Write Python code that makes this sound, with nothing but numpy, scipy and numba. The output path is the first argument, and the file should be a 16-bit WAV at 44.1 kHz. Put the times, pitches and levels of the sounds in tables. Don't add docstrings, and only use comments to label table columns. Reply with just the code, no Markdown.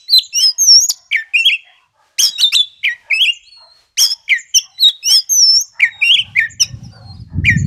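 import sys
import numpy as np
from scipy import signal
from scipy.fft import rfft, irfft
from scipy.io import wavfile
from scipy.ndimage import uniform_filter1d, minimum_filter1d
from numba import njit

SR = 44100
rng = np.random.default_rng(int(sys.argv[2]) if len(sys.argv) > 2 else 0)


def voltage_ratio(level):
    return 10 ** (np.asarray(level, float) / 20)


def store_wav(level_fs):
    pcm = np.round(np.clip(np.atleast_2d(level_fs), -1, 1) * 32767)
    wavfile.write(sys.argv[1], SR, pcm.T.astype(np.int16))


N = 337806


def unit(x):
    return x / np.sqrt(np.mean(x ** 2))


def band(x, lo_hz, hi_hz, order=2):
    return signal.sosfilt(signal.butter(order, [lo_hz, hi_hz], "bandpass", fs=SR, output="sos"), x)


def noise_band(lo_hz, hi_hz, order=2):
    return unit(band(rng.standard_normal(N), lo_hz, hi_hz, order))


def walk(rate_hz):
    k = int(SR / rate_hz)
    steps = np.repeat(rng.standard_normal(N // k + 1), k)
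    return unit(uniform_filter1d(uniform_filter1d(steps, k), k)[:N])


def span(start_s, end_s):
    return np.interp(np.arange(N) / SR, [start_s - .003, start_s, end_s, end_s + .003], [0, 1, 1, 0])


def score(notes, edge_s):
    t = np.arange(N) / SR
    s, *columns = np.transpose(np.concatenate(notes))
    gate = np.zeros(N)
    for note in notes:
        start_s, end_s = note[0][0], note[-1][0]
        part = slice(max(int((start_s - edge_s) * SR), 0), int((end_s + edge_s) * SR))
        inside_s = np.minimum(t[part] - start_s, end_s - t[part])
        gate[part] += np.clip(inside_s / edge_s + 1, 0, 1)
    smooth = [uniform_filter1d(uniform_filter1d(np.interp(t, s, c), size=120), size=120) for c in columns]
    return smooth, np.minimum(gate, 1) ** 2


def whistle(hz, partials, rough, doubling=0):
    phase = 2 * np.pi * np.cumsum(hz) / SR
    tone = 0
    for k, strength in enumerate(partials, 1):
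        below_top = np.clip((15700 - k * hz) / 500, 0, 1)
        tone = tone + strength * np.sin(k * phase) * below_top
    return np.sqrt(2) * tone * (1 + rough + 2 * doubling * np.sin(phase / 2))


WALLS_T60_S, WALLS_DB, WALLS_EARLY_DB, WALLS_LUMPS_DB = 0.53, -20.5, 10.5, 4.5
# from_hz, to_hz, level_db, extra_fade_s (per 60 dB)
WALLS_TREBLE = [
    (4730, 7500, -0.5, 1),
    (7560, 11000, -8, 1.5),
]


def echo(x, t60_s, early_db):
    t = np.arange(SR) / SR
    decay = voltage_ratio(-60 * t / t60_s) + voltage_ratio(early_db - 60 * t / .07)
    decay = decay * np.clip(t / .004, 0, 1)
    lumps_db = WALLS_LUMPS_DB * walk(150)[:SR] + 2.5 * walk(25)[:SR]
    noise = rng.standard_normal(SR) * decay * voltage_ratio(lumps_db)
    tail = band(noise, 1300, 5200)
    for lo_hz, hi_hz, db, fade_s in WALLS_TREBLE:
        tail = tail + voltage_ratio(db - 60 * t / fade_s) * band(noise, lo_hz, hi_hz)
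    return signal.fftconvolve(x, tail / np.sqrt(np.sum(tail ** 2)))[:N]


# start_s, pitch_hz, level_db
FAR_NOTES = [
    [(0, 3954, -53), (.08, 3970, -51)],
    [(2.25, 3844, -30), (2.3, 3902, -34.5), (2.39, 3740, -31)],
    [(3.44, 3800, -58), (3.49, 4437, -44), (3.7, 4094, -47), (3.76, 4430, -53), (3.82, 4250, -61.5)],
    [(4.715, 4110, -58), (4.74, 3974, -54), (4.78, 3950, -52)],
    [(5.84, 3920, -55), (5.93, 3800, -45.5), (6.09, 3718, -40)],
    [(6.835, 5925, -51), (6.857, 5253, -45), (6.873, 4829, -57)],
    [(6.905, 4450, -62.5), (6.93, 4737, -47), (7.03, 4280, -52), (7.12, 4230, -44.5)],
    [(7.135, 4600, -56), (7.153, 5060, -48), (7.169, 3646, -53.5)],
    [(7.18, 4670, -55.5), (7.205, 5150, -51), (7.222, 4510, -55)],
    [(7.585, 4387, -55), (7.66, 4376, -51)],
]
CHIPS = [.22, 1.385, 3.317, 4.37, 5.54, 6.49, 7.562]
# time_s (from its start), pitch_hz, level_db
CHIP = [
    (0, 6200, -49),
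    (.015, 7400, -38),
    (.042, 6150, -47),
]
# from_hz, to_hz, level_db
LINGER = [
    (2600, 3500, -55),
    (5200, 6400, -51),
]


def far_birds():
    waver, rough = 1 + 0.0052 * walk(60), 0.38 * walk(80)

    def sing(notes, second_db):
        (hz, db), gate = score(notes, .0048)
        return whistle(hz * waver, [1, voltage_ratio(second_db)], rough) * gate * voltage_ratio(db)

    chips = sing([np.add(CHIP, (s, 0, 0)) for s in CHIPS], second_db=-44.5)
    near = sing(FAR_NOTES, second_db=-20.5)
    linger = sum(voltage_ratio(db) * noise_band(lo_hz, hi_hz) for lo_hz, hi_hz, db in LINGER)
    linger = linger * voltage_ratio(-60 * np.arange(N) / SR / WALLS_T60_S)
    return linger + near + .5 * chips + echo(.55 * near + chips, .55, early_db=0)


@njit
def svf(x, hz, share):
    y, b, l = np.empty(len(x)), 0., 0.
    for i in range(len(x)):
        g = np.tan(np.pi * hz[i] / SR)
        v = (b + g * (x[i] - l)) / (1 + g * (g + share))
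        b, l, y[i] = 2 * v - b, l + 2 * g * v, share * v
    return y


YARD_HZ, YARD_HZ_PER_DB = 766.4, 26
# start_s, level_db
YARD = [(.35, -56.5), (.9, -58), (1.2, -62.5), (1.629, -58.5), (1.928, -51.5), (2.2, -54), (2.84, -56.5),
        (3.028, -52.5), (3.56, -55), (3.991, -53.5), (4.6, -60.5), (5.089, -59), (5.45, -61.5),
        (5.719, -54), (5.92, -50.5), (6.22, -50), (6.58, -48.5), (6.9, -48), (7.269, -53)]


def yard():
    t = np.arange(N) / SR
    s, db = np.transpose(YARD)
    hz = YARD_HZ + YARD_HZ_PER_DB * (db.max() - db)
    latest = np.maximum(np.searchsorted(s, t) - 1, 0)
    centre = uniform_filter1d(hz[latest], size=400)
    swells = sum(np.interp(t - s, [0, .07, .16, .35], [0, voltage_ratio(db), voltage_ratio(db - 10.5), 0]) for s, db in YARD)
    patches = 0
    for ratio, patch_db in [(.7, -6), (1, -1.5), (1.4, -4.5), (1.9, -7)]:
        patch = svf(svf(rng.standard_normal(N), centre * ratio, .14), centre * ratio, .14)
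        patches = patches + voltage_ratio(patch_db + 6 * walk(10)) * unit(patch)
    hiss = voltage_ratio(-64.0 + 4.8 * walk(8)) * noise_band(300, 6000)
    return patches * swells + hiss


def traffic():
    swell_db = np.interp(np.arange(N) / SR, [2.4, 3.4, 4.1, 5.3], [-80.5, -70, -71.5, -77])
    return voltage_ratio(swell_db + 2.5 * walk(3.6)) * noise_band(28, 75)


# time_s, level_db
GUST = [(0, -71), (2.15, -73.5), (2.21, -51.5), (2.45, -73.5), (4.53, -69), (4.57, -56), (4.7, -69),
        (5.77, -72), (5.81, -49.5), (6.1, -55.5), (6.25, -37), (6.5, -44), (6.75, -29), (6.9, -22.5),
        (7.0, -45), (7.17, -28.5), (7.3, -39), (7.4, -18.5), (7.66, -27.5)]
# peak_s, peak_db, pitch_hz
THUMPS = [(.83, -49, 250), (0.899, -45, 350), (2.205, -34, 301.5), (2.24, -40, 150), (2.3, -44, 200),
          (2.44, -49, 200), (2.568, -49, 200), (4.03, -46, 251.3), (4.4, -54, 220), (4.57, -42.5, 150),
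          (6.865, -22.5, 160), (7.385, -10.5, 200), (7.402, -16, 220), (7.438, -13.5, 110),
          (7.473, -17, 129.5), (7.506, -10.5, 192), (7.54, -18, 180), (7.567, -1, 151), (7.609, -9.5, 150),
          (7.651, -5, 159.4)]
# pitch_hz, level_db (per Hz)
WIND = [
    (25, -24),
    (60, -5.5),
    (110, 3.5),
    (204, -9.5),
    (367, -29.5),
    (780, -57.5),
    (1320, -120),
]


def wind():
    t = np.arange(N) / SR
    f = np.maximum(np.arange(N // 2 + 1) * SR / N, 1)
    hz, db = np.transpose(WIND)
    colour = voltage_ratio(np.interp(np.log(f), np.log(hz), db))
    lumps = rng.standard_normal(N) * voltage_ratio(3 * walk(25) + 4 * walk(9))
    rumble = unit(irfft(rfft(lumps) * colour, N))
    thumps = 0
    for s, db, hz in THUMPS:
        u = (t - s) * hz
        thumps = thumps + voltage_ratio(db) * np.cos(2 * np.pi * u) * np.exp(-np.where(u < 0, 2.2, 1.6) * u ** 2)
    return rumble * voltage_ratio(np.interp(t, *np.transpose(GUST))) + thumps - uniform_filter1d(thumps, size=500)


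BREAK_S_PER_JUMP = .014
# start_s, upward_jump (share of pitch)
BREAKS = [(1.126, .4), (1.138, .2), (2.838, .35), (2.849, .35), (2.856, .15), (4.292, .45), (4.303, .3),
          (4.317, 0.036), (5.804, 0.28), (5.813, .3), (5.824, .05), (5.337, .01), (5.402, .01), (2.21, .03),
          (6.385, .02), (.81, .02), (2.871, 0.045), (1.152, 0.033), (6.087, .02), (7.455, .3), (7.465, .25)]
# first_crest_s (or start of the swell),
# end_s, rate_hz, pitch_swing (share), level_swing_db (negative: louder)
FLUTTER = [
    (2.195, 2.218, 150.3, 0.046, 0),
    (2.224, 2.31, 103.3, .04, 2.5),
    (3.994, 4.051, 103.4, 0.035, 1),
    (4.055, 4.103, 103.3, .035, 4),
    (4.106, 4.139, 72.15, .025, 1),
    (6.383, 6.401, 62.66, 0, -3.5),
    (2.414, 2.426, 62.2, 0, -3.5),
    (2.548, 2.565, 83.4, 0.00085, -3),
]


def throat_motion():
    t = np.arange(N) / SR
    bend, swell_db, jump, dip = np.ones(N), np.zeros(N), np.ones(N), np.ones(N)
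    for s, end, rate_hz, swing, swing_db in FLUTTER:
        active = span(s, end)
        wave = np.cos(2 * np.pi * rate_hz * (t - s)) * active
        bend, swell_db = bend + swing * wave, swell_db + swing_db * (wave - active)
    for s, up in BREAKS:
        length = up * BREAK_S_PER_JUMP
        corners_s = [-.006, -.001, .0005, .85 * length, length + .0005]
        jump = jump + up * np.interp(t, s + np.array(corners_s), [0, -.12, 1, .7, 0])
        dip = dip * np.interp(t - s, [-.002, 0, .002], [1, .25, 1])
        dip = dip * np.interp(t - s - length, [-.0015, 0, .0015], [1, 1 - up, 1])
    return bend, swell_db, jump, dip


def sung(song):
    notes = []
    for shape, rows in song:
        place, hz, *levels = np.transpose(shape)
        for start, turn, end, *factors in rows:
            s = np.interp(place, [0, 1, 2], [start, turn, end])
            bend = np.interp(place, [0, 2], factors or [1, 1])
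            notes.append(np.transpose([s, hz * bend, *levels]))
    return sorted(notes, key=lambda note: note[0][0])


# place (0 start, 1 turn, 2 end),
# pitch_hz, level_db
DROOP = [(0, 5403, -24), (.11, 5298, -12), (1, 5184, -7), (1.79, 4938, -16), (2, 4944, -26)]
ARCH = [(0, 5093, -21), (.47, 5340, -5.5), (1, 5480, -9.5), (1.23, 5414, -4), (1.85, 4970, -11),
        (2, 4925, -23)]
HALF_PITCH = [(0, 2082, -42.5), (2, 2022, -46)]
PLUNGE = [(0, 5877, -16.5), (.5, 5480, -11), (1, 4794, -12), (2, 3302, -21)]
SCREECH = [(0, 4620, -24.5), (.6, 5470, -6.5), (1, 5740, -6.5), (1.1, 5513, -3.5), (1.55, 5000, -11),
           (2, 4900, -23.5)]
WISP = [(0, 3800, -27.5), (1, 3600, -32.5), (1.6, 4050, -31), (2, 3700, -38.5)]
SCREECH_TAIL = [(0, 4917, -21), (1, 5253, -11.5), (2, 5200, -21)]
# shape, then rows of start_s, turn_s,
# end_s
HIGH_SONG = [
    (DROOP, [(.402, .458, .518)]),
    (PLUNGE, [(.895, .903, 0.91)]),
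    (ARCH, [(5.098, 5.13, 5.207)]),
    (SCREECH, [(2.212, 2.233, 2.3), (3.995, 4.016, 4.1)]),
    (SCREECH_TAIL, [(4.101, 4.121, 4.139)]),
    (HALF_PITCH, [(.08, .084, .089), (4.78, 4.784, 4.79)]),
    (WISP, [(6.624, 6.638, 6.657)]),
]


def upper_side(bend, swell_db, waver, air):
    (hz, db), gate = score(sung(HIGH_SONG), 0.0026)
    return whistle(hz * bend * waver, [1, voltage_ratio(-29.0), voltage_ratio(-37.0)], air) * gate * voltage_ratio(db + swell_db)


# place (0 start, 1 turn, 2 end), pitch_hz, level_db, second_db (against the first)
DROP = [(0, 4042, -6.5, -18), (1, 3609, -7, -23.5), (2, 2755, -21, -25.5)]
RISE = [(0, 2579, -32.5, -5.5), (.55, 2762, -25, 12.5), (1, 2930, -19, 7.5), (1.3, 3051, -16.5, -5.5),
        (1.6, 3204, -17.5, -13.5), (2, 3392, -29.5, -4.5)]
SNAP = [(0, 7005, -11, -16.5), (.43, 6910, -5.5, -13), (1, 4303, -14, -18.5), (1.58, 5294, -16.5, -23.5),
        (2, 4301, -18.5, -19)]
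HARSH = [(0, 1780, -32, 2), (.2, 2270, -23.5, -0.5), (.45, 2861, -18, 4), (1, 3240, -11.5, 3.5),
         (1.12, 3200, -17.5, 0), (1.75, 3345, -25, -6), (2, 3407, -36.5, -9.5)]
FLICK = [(0, 2650, -25.5, -1), (1, 2844, -16.5, -3), (1.75, 3040, -11, -8), (2, 4200, -3.5, -11.5)]
TWANG = [(0, 3120, -27.5, -14.5), (.45, 3091, -12.5, -3.5), (1, 3090, -14, 5), (2, 2668, -24.5, 18)]
TWANG_UP = [(0, 2641, -22.5, 18), (1, 3280, -14.5, -21), (2, 3570, -41.5, -28.5)]
CHIRP_FLAT = [(0, 2300, -22, -33), (.5, 2320, -18, -28.5), (1, 2330, -11.5, -27), (2, 2380, -9.5, -33)]
CHIRP_RISE = [(0, 1800, -29.5, -34.5), (.6, 2152, -15, -35), (1, 2300, -12, -25.5), (2, 2380, -9.5, -29)]
PIP = [(0, 2274, -23, -26.5), (2, 2319, -30, -25)]
# shape, then rows of start_s, turn_s, end_s, start_factor, end_factor (of pitch)
LOW_SONG = [
    (RISE, [(.327, .389, 0.45, 1.014, .97), (5.028, 5.088, 5.185, .985, 1.035)]),
    (HARSH, [(2.183, 2.206, 2.32, 1.04, 0.98), (3.972, 3.999, 4.135, 1.033, 0.98)]),
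    (FLICK, [(2.383, 2.398, 2.415, 0.99, 1.014), (2.522, 2.535, 2.554, 0.91, 0.97)]),
    (CHIRP_FLAT, [(1.113, 1.13, 1.139, 1.005, 1), (2.832, 2.847, 2.861, .97, 1.01)]),
    (CHIRP_RISE, [(4.291, 4.294, 4.307, 1.065, 0.98), (5.795, 5.806, 5.81, .99, 0.96), (7.443, 7.458, 7.48, 0.99, 1.025)]),
]
# shape, then rows of start_s, turn_s, end_s
LOW_ONCE = [
    (SNAP, [(.888, .909, 0.92)]),
    (DROP, [(.181, .187, .196)]),
    (PIP, [(4.281, 4.284, 4.287)]),
    (TWANG, [(4.541, 4.556, 4.578)]),
    (TWANG_UP, [(4.579, 4.589, 4.6)]),
]
# time_s, pitch_hz, level_db, second_db (level of second partial)
WARBLES = [
    [(1.337, 2555, -22.5, -52), (1.353, 2398, -9, -47.5), (1.371, 2775, -13, -38.5),
     (1.387, 2750, -14, -27), (1.405, 2707, -11, -29), (1.435, 2693, -20.5, -56), (1.44, 2736, -23, -44)],
    [(1.441, 2777, -25.5, -51.5), (1.459, 3224, -8.5, -36.5), (1.479, 3343, -6.5, -50),
     (1.503, 2138, -18, -37), (1.535, 2821, -11.5, -42), (1.551, 2614, -16, -47), (1.568, 2546, -27, -81)],
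    [(3.101, 2656, -27, -58), (3.113, 2291, -7, -47.5), (3.121, 2067, -14.5, -53),
     (3.135, 2564, -11, -31.5), (3.151, 2610, -15, -25), (3.175, 2639, -18, -27.5),
     (3.19, 2657, -15.5, -44.5)],
    [(3.191, 2750, -15.5, -48.5), (3.225, 3283, -8, -36.5), (3.237, 3322, -6.5, -45.5),
     (3.261, 2361, -18.5, -34.5), (3.285, 2741, -12.5, -39.5), (3.303, 2864, -11, -44),
     (3.318, 2766, -30, -67.5)],
    [(6.012, 2660, -31.5, -48), (6.022, 2472, -14.5, -51.5), (6.03, 2290, -11, -45),
     (6.042, 2758, -13, -34), (6.058, 2748, -9, -25), (6.086, 2748, -15.5, -29), (6.1, 2829, -11, -39)],
    [(6.101, 2823, -10, -42.5), (6.127, 3213, -7, -46), (6.147, 3407, -6.5, -30.5), (6.169, 2215, -21, -59),
     (6.173, 2215, -14.5, -40), (6.195, 3143, -10, -40.5), (6.225, 2513, -31, -55)],
]
HOOKS = [
    [(0.082, 3992, -32.5, -69), (0.104, 4623, -18.5, -46), (0.114, 4696, -16.5, -42.5),
     (0.12, 4585, -14.5, -54), (0.132, 4076, -8.5, -37), (0.14, 4046, -4.5, -35.5),
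     (0.162, 4008, -5, -26.5), (0.17, 4160, -9, -35.5), (0.18, 4093, -8.5, -29)],
    [(4.782, 3920, -34, -66), (4.808, 4393, -19, -46.5), (4.818, 4300, -18, -58), (4.83, 4014, -9.5, -32.5),
     (4.84, 3903, -8.5, -28), (4.86, 3759, -5, -38), (4.884, 3877, -4, -24.5), (4.898, 3302, -13.5, -49.5),
     (4.908, 3466, -21.5, -59)],
]
FLICK_ENDS = [
    [(2.416, 4485, -17, -35.5), (2.422, 4484, -18.5, -40.5), (2.432, 4013, -4, -23.5),
     (2.448, 3615, -7.5, -44), (2.48, 3634, -16.5, -40.5), (2.492, 3617, -23.5, -71),
     (2.506, 3633, -33, -54)],
    [(2.55, 3976, -11, -33), (2.554, 4129, -21, -28.5), (2.564, 3941, -5.5, -19),
     (2.574, 3617, -8.5, -41.5), (2.58, 3568, -11, -35), (2.614, 3440, -9.5, -60),
     (2.63, 3526, -34.5, -52.5)],
]
CHIRP_ENDS = [
    [(1.146, 2328, -12.5, -59), (1.154, 2277, -9.5, -50), (1.168, 1786, -15, -45),
     (1.186, 1795, -19.5, -42.5), (1.208, 1796, -24, -45), (1.226, 1775, -27, -69.5)],
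    [(2.862, 2404, -12.5, -61), (2.868, 2417, -7, -50), (2.888, 1947, -11, -54), (2.896, 1878, -17, -40.5),
     (2.932, 1929, -23, -42), (2.95, 1939, -33.5, -66)],
    [(4.308, 2364, -11, -39), (4.314, 2357, -6.5, -37), (4.332, 2096, -6.5, -53), (4.342, 2006, -12.5, -34),
     (4.372, 1831, -20.5, -44), (4.392, 1792, -32, -65)],
    [(5.82, 2356, -12, -58), (5.826, 2357, -8.5, -54), (5.836, 2225, -7, -54), (5.85, 1890, -14, -43),
     (5.876, 1806, -21.5, -45), (5.892, 1785, -28.5, -65)],
    [(7.472, 2417, -10.5, -53), (7.484, 2393, -6, -46), (7.5, 1943, -9, -59), (7.514, 1882, -13.5, -37.5),
     (7.562, 1771, -26, -58), (7.57, 1760, -35, -81)],
]
GURGLES = [
    [(6.352, 1943, -26.5, -59), (6.37, 2087, -8.5, -49), (6.386, 2542, -15.5, -57),
     (6.398, 1854, -15.5, -38), (6.422, 1782, -12.5, -41.5), (6.446, 1899, -15.5, -40),
     (6.462, 1711, -20.5, -46), (6.474, 1800, -35, -67)],
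    [(6.597, 3087, -26, -33.5), (6.605, 3037, -15.5, -12.5), (6.615, 2940, -18, -6),
     (6.633, 2510, -26.5, -10.5), (6.641, 2482, -25.5, -31.5), (6.646, 2516, -37.5, -33)],
]
WHISTLES = [
    [(0.583, 6502, -24, -52), (0.591, 6498, -15.5, -41), (0.617, 6408, -11, -34.5),
     (0.649, 6235, -14.5, -29.5), (0.679, 5833, -7, -55), (0.691, 5601, -4.5, -35.5), (0.74, 5342, -5, -42)],
    [(0.741, 5355, -4, -44), (0.795, 5695, -7.5, -49), (0.809, 6109, -13, -28), (0.817, 6351, -12, -38),
     (0.843, 6706, -13, -28), (0.859, 6730, -17.5, -40), (0.865, 6488, -24, -45)],
    [(5.293, 6370, -26.5, -48.5), (5.301, 6471, -13, -36), (5.325, 6419, -10.5, -28.5),
     (5.363, 6093, -13.5, -30), (5.391, 5898, -8, -53), (5.425, 5508, -8.5, -53), (5.44, 5420, -8.5, -73)],
    [(5.441, 5368, -7, -63), (5.467, 5359, -8, -47), (5.571, 5397, -9, -40), (5.605, 6037, -18, -46),
     (5.615, 6377, -16, -28.5), (5.625, 6536, -20, -45.5), (5.64, 6442, -39.5, -60.5)],
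]


def low_notes():
    free = []
    for table in WARBLES + HOOKS + FLICK_ENDS + CHIRP_ENDS + GURGLES + WHISTLES:
        n = np.array(table, float)
        free.append(np.c_[n[:, :2], n[:, 2] + .6, np.maximum(n[:, 3] - n[:, 2], -34)])
    return sorted(sung(LOW_SONG + LOW_ONCE) + free, key=lambda note: note[0][0])


def lower_side(bend, swell_db, jump, dip, waver, air, doubling):
    (hz, db, second_db), gate = score(low_notes(), 0.0018)
    third_db = 0.56 * second_db - 17.5
    step_db = 0.31 * second_db - 6.0
    partials = [1, voltage_ratio(second_db)]
    for k in range(6):
        partials.append((voltage_ratio(third_db + k * step_db) + voltage_ratio(-51)) * voltage_ratio(5 * walk(40)))
    tone = whistle(hz * jump * bend ** .6 * waver, partials, air, doubling)
    return tone * gate * dip * voltage_ratio(db + 1.7 * swell_db)


# start_s, end_s, noise_db
HOARSE = [(0.174, .195, -38.5), (0.373, 0.481, -26.5), (0.901, .922, -22), (2.19, 2.3, -18),
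          (2.384, 2.419, -16.5), (2.524, 2.547, -11), (3.982, 4.13, -20), (4.585, 4.6, -23.5),
          (4.886, 4.907, -23), (5.086, 5.133, -20), (6.621, 6.649, -17)]


def songbird():
    bend, swell_db, jump, dip = throat_motion()
    hoarse = sum(voltage_ratio(db) * span(s, end) for s, end, db in HOARSE)
    hoarse = hoarse + .25 * uniform_filter1d(np.abs(jump - 1), size=600)
    doubling = 0.25 * hoarse * np.clip(1 + .5 * walk(200), 0, 2)
    rasp = 0.67 * hoarse * noise_band(300, 4500, order=1)
    air = voltage_ratio(-40.5) * noise_band(1200, 2500) + 0.04 * walk(150) + 0.19 * walk(70) + rasp
    waver = 1 + .006 * walk(90) + .12 * hoarse * walk(400)
    high = upper_side(bend, swell_db, waver, air)
    low = lower_side(bend, swell_db, jump, dip, waver, air, doubling)
    both = low * high
    mixed = voltage_ratio(6) * band(both, 7000, 16000, order=3) + voltage_ratio(-1) * both * (low + high)
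    difference = band(voltage_ratio(-9) * both + voltage_ratio(-16) * mixed, 600, 2800, order=3)
    effort = uniform_filter1d(np.abs(low + high), size=130)
    beak = effort * (voltage_ratio(-54) + .07 * hoarse) * noise_band(6000, 15500)
    return band(low + high + mixed + beak, 1150, 15800, order=4) + difference


def nearest_wall(bird):
    return voltage_ratio(-24.5) * np.roll(band(bird, 1500, 7000, order=1), int(.03 * SR))


def scene():
    bird = songbird()
    walls = voltage_ratio(WALLS_DB) * echo(bird, WALLS_T60_S, WALLS_EARLY_DB)
    return (bird + nearest_wall(bird) + walls + far_birds() + yard() + wind() + traffic())[None]


def low_pass(x):
    return signal.sosfilt(signal.butter(12, 15960, fs=SR, output="sos"), x)


def record(dry):
    overload = 1.015
    bright = dry + 0.74 * band(dry[0], 12000, 13000)
    room_left = overload / np.maximum(np.abs(bright), overload)
    gain = uniform_filter1d(minimum_filter1d(room_left, size=129), size=129)
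    return low_pass(np.clip(gain * bright, -1, 1))


dry = scene()
out = record(dry)
store_wav(out)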